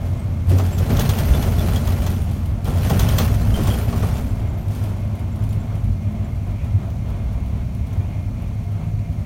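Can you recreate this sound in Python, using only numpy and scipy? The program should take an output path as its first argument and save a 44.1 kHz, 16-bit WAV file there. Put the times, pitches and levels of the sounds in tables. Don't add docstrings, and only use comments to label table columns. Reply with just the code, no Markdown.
import sys
import numpy as np
from scipy import signal
from scipy.fft import rfft, irfft, next_fast_len
from scipy.io import wavfile
from scipy.ndimage import uniform_filter1d

SR = 44100
rng = np.random.default_rng(int(sys.argv[2]) if len(sys.argv) > 2 else 0)


def persist_wave(psi):
    counts = np.round(np.clip(psi, -1, 1) * 32767).astype(np.int16)
    wavfile.write(sys.argv[1], SR, np.atleast_2d(counts).T)


N = 407925
TIME = np.arange(N) / SR


def from_db(db):
    return 10 ** (np.asarray(db) / 20)


def rms_one(x):
    return x / np.sqrt(np.mean(x ** 2) + 1e-20)


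def in_time(rows):
    return np.interp(TIME, *np.transpose(rows))


def colour(x, spectrum):
    size = next_fast_len(N + 4096)
    hz, db = np.transpose(spectrum)
    f = np.maximum(np.fft.rfftfreq(size, 1 / SR), 1)
    skirts = np.minimum(f / hz[0], 1) ** 2 * np.minimum(hz[-1] / f, 1) ** 2
    gain = rms_one(skirts * from_db(np.interp(np.log(f), np.log(hz), db)))
    return irfft(rfft(x, size) * gain, size)[:N]


def noise(spectrum):
    return rms_one(colour(rng.standard_normal(N), spectrum))


def even(x, span_s):
    power = uniform_filter1d(x ** 2, int(span_s * SR) + 1)
    return x / np.sqrt(np.abs(uniform_filter1d(power, int(span_s * SR / 2) + 1)) + 1e-12)


def resonance(x, hz, width_hz):
    r = np.exp(-np.pi * width_hz / SR)
    poles = [1, -2 * r * np.cos(2 * np.pi * hz / SR), r * r]
    return np.convolve(signal.lfilter([(1 - r * r) / 2], poles, x + 1e-18), [1, 0, -1])[:N]


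def drift(per_s):
    knots = rng.standard_normal(2048)
    return np.interp(TIME * per_s, np.arange(len(knots)), knots)


def dying(rows, t60):
    kicks = np.zeros(N)
    for s, db in rows:
        kicks[int(s * SR)] += from_db(db)
    return signal.lfilter([1], [1, -np.exp(-np.log(1000) / (t60 * SR))], kicks + 1e-18)


def lagging(x, lag_s):
    r = np.exp(-1 / (lag_s * SR))
    return x[0] + signal.lfilter([1 - r], [1, -r], x - x[0])


def place(events):
    out = np.zeros(N + SR)
    for s, sound in events:
        at = int(s * SR)
        out[at:at + len(sound)] += sound
    return out[:N]


def contact(crack_s, tail_db, tail_t60):
    t = TIME[:int(max(tail_t60, .25) * SR)]
    u = t / crack_s
    crack = u ** 2 * np.exp(1 - u ** 2)
    tail = from_db(tail_db - 60 * t / tail_t60) * (1 - np.exp(-u ** 2))
    return (crack + tail) * rng.standard_normal(len(t))


def knocks(rows, **shape):
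    return place((s, from_db(db) * contact(**shape)) for s, db in rows)


def chatter(parts, per_s, spread_db, crack_s):
    out = np.zeros(N)
    for _ in range(parts):
        moments = np.flatnonzero(rng.random(N) < per_s / parts / SR)
        force = np.clip(rng.standard_normal(4096), -2, 2)
        taps = np.zeros(N)
        taps[moments] = from_db(spread_db * force[moments % len(force)])
        out += signal.oaconvolve(taps, contact(crack_s, tail_db=-2, tail_t60=.17))[:N]
    return out


def chirp(hz, length_s, rough, attack_s=.005, flutters_per_s=480):
    t = np.arange(int(2 * length_s * SR)) / SR
    knots = rng.standard_normal((2, 256))
    along, across = (np.interp(t * flutters_per_s, np.arange(len(k)), k) for k in knots)
    flutter = (1 + rough * (along + 1j * across)) / np.sqrt(1 + rough ** 2)
    envelope = np.minimum(t / attack_s, 1) * np.exp(-(t / length_s) ** 2)
    return envelope * np.real(flutter * np.exp(2j * np.pi * hz * t))


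# t/s, length/s, deep jolting/dB, fine shaking/dB
ROAD_PATCHES = [(0.0, 0.075, 2, 4.5), (0.479, 0.23, -6, 13.5), (0.767, 0.14, 18.5, 14),
                (0.88, 0.62, 16, 18), (1.57, 0.17, 16, 18), (1.84, 0.24, 11.5, 15.5),
                (2.198, 0.16, 8.5, 8.5), (2.642, 0.37, 13.5, 14.5), (2.799, 0.47, 21, 18.5),
                (3.33, 0.26, 16.5, 14), (3.55, 0.21, 1, 17.5), (3.864, 0.28, 13.5, 14.5),
                (4.693, 0.14, -1, 9), (5.406, 0.11, 5, 0)]
def shaking(rows, attack_s=.012, release_db_per_s=45):
    rough = np.zeros(N)
    for s, length, db in rows:
        attack = np.clip((TIME - s) / attack_s, 0, 1)
        release_db = release_db_per_s * np.maximum(TIME - s - length, 0)
        rough = np.maximum(rough, attack * from_db(db - release_db))
    smooth_road = from_db(3 - .4 * TIME)
    return 20 * np.log10(np.hypot(rough, smooth_road))


# middle t/s, length/s, boom lift/dB, rumble lift/dB
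ROAD_DIPS = [(0.545, 0.32, 9, -6), (1.306, 0.086, -5, 11.5), (4.188, 0.17, -7.5, 3), (4.828, 0.09, 2, -9),
             (5.492, 0.071, 4.5, 9), (5.895, .2, 6, -20), (6.755, 0.19, 6, 0), (7.455, 1, -2.5, 9),
             (7.983, 0.14, 5, -3), (8.933, 0.064, 6, 7)]
def heave():
    swells = np.array([np.exp(-(2 * (TIME - s) / length) ** 2) for s, length, _, _ in ROAD_DIPS])
    return np.array(ROAD_DIPS)[:, 2:].T @ swells


# f/Hz, level/dB
RUMBLE_SPECTRUM = [(10, -27), (22, -12), (33, -17.5), (48, -5), (57, -8.5), (66, 1.5), (85, -28)]
def suspension_rumble(jolt_db, lift_db):
    force = from_db(-34 + .71 * lagging(jolt_db, lag_s=.3) + lift_db)
    return force * even(noise(RUMBLE_SPECTRUM), span_s=.18)


# f/Hz, level/dB
BOOM_SPECTRUM = [(30, -28), (48, -0.5), (61, -8.5), (72, -5.5), (84, 3.5), (95, -5), (108, 0.5),
                 (124, -6.5), (150, -23.5)]
# t/s, f/Hz
BOOM_HZ = [(0, 93.03), (2.4, 89.5), (3.2, 98.8), (5, 101.4), (9.25, 100)]
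def cabin_boom(jolt_db, lift_db):
    wander = drift(16) + 1j * drift(16)
    phase = 2 * np.pi * np.cumsum(in_time(BOOM_HZ)) / SR
    mode = rms_one(np.real(wander * np.exp(1j * phase)))
    boom = .7 * noise(BOOM_SPECTRUM) + .74 * from_db(lift_db / 2) * mode
    return from_db(-23.5 + .31 * jolt_db + lift_db) * even(boom, span_s=.2)


# f/Hz, level/dB
FLOOR_SPECTRUM = [(105, -34), (130, -0.5), (155, -2), (185, -6.5), (225, -6), (258, -10.5), (295, -21),
                  (420, -54)]
def floor_drumming(jolt_db):
    thuds = dying([(s, db + 7) for s, _, db in WHEEL_BUMPS], t60=.55)
    force = np.hypot(from_db(-32.5 + .44 * jolt_db), lagging(thuds, lag_s=.014))
    return force * even(noise(FLOOR_SPECTRUM), span_s=.16)


# t/s, f/Hz
DRONE_HZ = [(0, 246), (4.2, 228), (6.2, 208), (8.9, 161), (9.25, 157)]
# f/Hz, width/Hz, lift/dB
CABIN_MODES = [(218, 6, 10.5), (209, 7, 13.5), (184, 18, 12), (159, 18, 15)]
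# multiple of the firing rate, level/dB
ENGINE_ORDERS = [(1, -5), (3, 0)]
def driveline():
    drone_hz = in_time(DRONE_HZ)
    lift_db = sum(db * np.exp(-(2 * (drone_hz - hz) / width) ** 2) for hz, width, db in CABIN_MODES)
    firing_phase = 2 * np.pi * np.cumsum(drone_hz / 3) / SR
    out = np.zeros(N)
    for order, db in ENGINE_ORDERS:
        waver_db, slip = 3 * drift(20), .55 * drift(22)
        tone = np.sqrt(2) * np.sin(order * firing_phase + slip)
        out += from_db(-47.5 + db + lift_db + waver_db) * tone
    return out


# f/Hz, level/dB
TYRE_SPECTRUM = [(150, -28), (310, 5), (400, 1.5), (490, -4.5), (570, 2.5), (660, 1.5), (760, -3.5),
                 (1080, -6), (1500, -13.5), (1850, -16), (2450, -20), (3300, -19), (5000, -36), (9000, -37)]
# t/s, level/dB
TYRE_LEVEL = [(0, -42.5), (4.5, -41), (6.5, -43), (8, -44), (9.25, -45.5)]
def tyres():
    return from_db(in_time(TYRE_LEVEL) + 1.93 * drift(12)) * noise(TYRE_SPECTRUM)


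# f/Hz, level/dB
VENT_SPECTRUM = [(1500, -4), (3500, 2.5), (4400, 7.5), (4950, -3), (5600, 6), (6700, 4), (7700, -3),
                 (9600, 0), (10400, -7), (11100, -0.5), (15800, -4)]
def ventilation():
    return from_db(-59 + .5 * drift(31)) * noise(VENT_SPECTRUM)


# f/Hz, width/Hz, level/dB
WHINE_BANDS = [(688, 30, -52.5), (2135, 55, -60), (2400, 70, -66), (2280, 480, -58)]
def whines(flutter_db=2.8):
    out = np.zeros(N)
    for hz, width, db in WHINE_BANDS:
        band = rng.standard_normal(N)
        for _ in range(2):
            band = resonance(band, hz, 1.5 * width)
        out += from_db(db) * rms_one(from_db(flutter_db * drift(16)) * band)
    return out


# f/Hz, level/dB
PANEL_SPECTRUM = [(200, -5), (290, -2), (350, 4.5), (440, 3), (490, 0), (620, 0.5), (800, -5.5), (1130, -7),
                  (1500, -13), (2200, -18), (3500, -22.5), (8000, -23)]
def panels(shake_db):
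    taps = colour(chatter(parts=7, per_s=420, spread_db=2.5, crack_s=.003), PANEL_SPECTRUM)
    return from_db(-50 + shake_db) * even(taps, span_s=.13)


# f/Hz, level/dB
JOINT_MODES = [(3130, -9), (3490, -9), (4150, -2), (5620, -3), (6080, -1), (6640, -2), (7220, 1), (8950, 0),
               (9300, 0), (9850, 0), (11300, -1), (12600, -1), (13160, 1), (13600, 1), (14120, -1),
               (14650, -1), (15460, 1)]
def jingle(per_s, spread_db, length_s):
    clinks = []
    for when, pick, force, span in rng.random((int(per_s * N / SR), 4)):
        hz, db = JOINT_MODES[int(pick * len(JOINT_MODES))]
        clink = chirp(hz * rng.normal(1, .007), length_s * (.5 + span), rough=2)
        clinks.append((when * N / SR, from_db(db + spread_db * force) * clink))
    return place(clinks)


# f/Hz, level/dB
FITTING_SPECTRUM = [(700, 9), (1500, 5.5), (2700, 2), (3300, 1.5), (4000, -4), (5000, -3), (6300, -6.5),
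                    (7900, -15), (8900, -5), (9800, -8.5), (10400, -9), (11300, -5), (13400, -5),
                    (15800, -10)]
def fittings(shake_db, grip_db=2):
    jump = dying([(s, db - 6.5) for s, db in DOOR_BLOWS], t60=.37)
    force = np.hypot(from_db(-60.5 + 1.32 * shake_db), jump)
    freed = 1 / (1 + from_db(grip_db - shake_db) ** 2)
    taps = colour(chatter(parts=8, per_s=200, spread_db=3.6, crack_s=.0015), FITTING_SPECTRUM)
    clinks = colour(jingle(per_s=300, spread_db=8, length_s=.024), FITTING_SPECTRUM)
    return force * (.91 * even(taps, span_s=.08) + .42 * freed * even(clinks, span_s=.15))


# t/s, f/Hz, level/dB, length/s
SQUEAKS_AND_RING = [(0.19, 8250, -47, .016), (.21, 8200, -50, .012), (.228, 8250, -53, .014),
                    (0.723, 7579, -40, 0.039), (0.997, 3380, -32, 0.015), (1.158, 13550, -36, 0.05),
                    (1.26, 13450, -35, 0.05), (1.334, 3480, -33, 0.031), (1.344, 13100, -36, 0.029),
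                    (1.584, 3460, -32, 0.027), (1.756, 3290, -32, .02), (2.207, 9100, -49, .045),
                    (2.838, 9800, -36, 0.019), (3.236, 9920, -34, .022), (3.537, 3140, -34, 0.049),
                    (3.7, 3240, -29.5, 0.02), (3.735, 3240, -33, 0.022), (3.78, 9740, -37, 0.035),
                    (3.823, 13264, -38, 0.046), (4.572, 13100, -51, 0.1)]
# t/s, level/dB
LATE_CHIRPS = [(4.29, -53), (4.39, -57.5), (4.485, -54), (4.96, -69.5), (5.315, -56), (5.41, -56),
               (5.5, -51), (5.6, -52), (6.24, -55)]
def squeaks(seal_hz=7280, seal_length_s=.028):
    seal = [(s, seal_hz * rng.normal(1, .012), db, seal_length_s) for s, db in LATE_CHIRPS]
    chirps = [(s, from_db(db) * chirp(hz, length, rough=.75))
              for s, hz, db, length in SQUEAKS_AND_RING + seal]
    rasp_level = place((s, np.abs(tone)) for s, tone in chirps)
    direct = place(chirps) + from_db(-2) * rasp_level * noise(FITTING_SPECTRUM)
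    cabin = contact(crack_s=.004, tail_db=-7, tail_t60=.13)
    echo = from_db(-11) * signal.oaconvolve(direct, cabin / np.linalg.norm(cabin))[:N]
    return signal.lfilter([.75], [1, -.25], direct + echo + 1e-18)


# t/s, level/dB
TRIM_TICKS = [(0.467, -51), (0.493, -39), (1.168, -46), (2.1, -42), (2.215, -46), (2.31, -47), (2.455, -47),
              (2.6415, -44), (3.342, -45), (3.632, -38), (4.289, -63), (4.353, -57), (4.398, -55),
              (4.68, -50), (4.746, -45.5), (4.836, -45), (5.15, -52), (5.19, -52), (5.356, -52),
              (5.436, -49.5), (5.488, -50), (5.525, -48), (5.751, -52), (5.839, -53), (6.642, -55),
              (6.847, -62), (7.1, -56), (7.326, -55), (7.458, -57), (7.746, -52.5), (7.867, -55),
              (7.926, -58), (8.418, -56), (9.124, -57)]
# f/Hz, level/dB
TRIM_SPECTRUM = [(1000, -22), (3000, 3), (5000, -3), (6500, -5.5), (7800, -6), (9700, 1), (10400, -3),
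                 (12000, 0), (15800, -7)]
def trim(faint_per_s=4, faint_db=-59.5):
    faint = [(s, faint_db) for s in rng.uniform(0, N / SR, int(faint_per_s * N / SR))]
    return colour(knocks(TRIM_TICKS + faint, crack_s=.004, tail_db=-1, tail_t60=.22), TRIM_SPECTRUM)


def thump(modes, **shape):
    hit = contact(**shape)
    ring = sum((-1) ** k * from_db(db) * resonance(hit, hz, width)
               for k, (hz, width, db) in enumerate(modes))
    return ring * np.sqrt(.05 * SR / np.sum(ring ** 2))


# t/s, dashboard level/dB, floor level/dB
WHEEL_BUMPS = [(0.5, -44, -26), (0.59, -32, -41), (0.795, -40, -31.5), (0.894, -41, -26.5),
               (0.98, -33, -32), (1.085, -37, -49), (1.201, -36, -37), (1.32, -52, -30), (1.425, -48, -43),
               (1.63, -39, -32), (1.87, -39, -46), (2.109, -53, -37), (2.668, -37, -35),
               (2.895, -30.5, -27), (2.995, -33.5, -46), (3.195, -31, -34), (3.576, -47, -28),
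               (3.675, -37.5, -40), (3.922, -34, -36.5), (4.021, -32.5, -37)]
# f/Hz, width/Hz, level/dB
DASH_SHELL = [(593, 260, 6), (943, 204, 5), (1130, 235, 3)]
# f/Hz, width/Hz, level/dB
FLOOR_SHELL = [(337, 187, 5), (468, 300, -3)]
def bumps():
    dash = place((s, from_db(db) * thump(DASH_SHELL, crack_s=.009, tail_db=0, tail_t60=.26))
                 for s, db, _ in WHEEL_BUMPS)
    floor = place((s, from_db(db) * thump(FLOOR_SHELL, crack_s=.014, tail_db=7, tail_t60=.45))
                  for s, _, db in WHEEL_BUMPS)
    return dash + floor


# t/s, level/dB
DOOR_BLOWS = [(0.5818, -32), (0.7814, -33.5), (0.9655, -31), (0.9919, -23), (1.0898, -25), (1.184, -30.5),
              (1.4236, -31), (1.757, -33.5), (1.8716, -31.5), (2.062, -32), (2.6519, -40), (2.8954, -27),
              (2.9914, -23), (3.085, -27.5), (3.1822, -19.5), (3.6694, -30), (4.1668, -40), (4.8346, -54),
              (6.898, -49), (7.084, -53), (7.926, -49)]
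# f/Hz, level/dB
DOOR_SPECTRUM = [(200, -20), (500, -4), (1100, 16.5), (1700, -9), (2700, -4), (3300, 13), (3900, 4.5),
                 (4800, 2), (6150, 6.5), (7000, 5), (7700, 0), (8900, -2), (9800, -4), (10500, -13),
                 (12500, -7), (13600, 3), (15800, 5)]
def door():
    return colour(knocks(DOOR_BLOWS, crack_s=.0046, tail_db=-7, tail_t60=.22), DOOR_SPECTRUM)


def scene():
    jolt_db = shaking([(s, length, deep) for s, length, deep, _ in ROAD_PATCHES])
    shake_db = shaking([(s, length, fine) for s, length, _, fine in ROAD_PATCHES])
    boom_lift_db, rumble_lift_db = heave()
    body = suspension_rumble(jolt_db, rumble_lift_db) + cabin_boom(jolt_db, boom_lift_db)
    body += floor_drumming(jolt_db) + bumps()
    running = driveline() + tyres() + ventilation() + whines()
    rattles = panels(shake_db) + fittings(shake_db) + trim() + door() + squeaks()
    return (body + running + rattles)[None]


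def record(dry, cutoff_hz=15870):
    return signal.sosfilt(signal.ellip(12, .1, 90, cutoff_hz, fs=SR, output="sos"), dry)


dry = scene()
out = record(dry)
persist_wave(out)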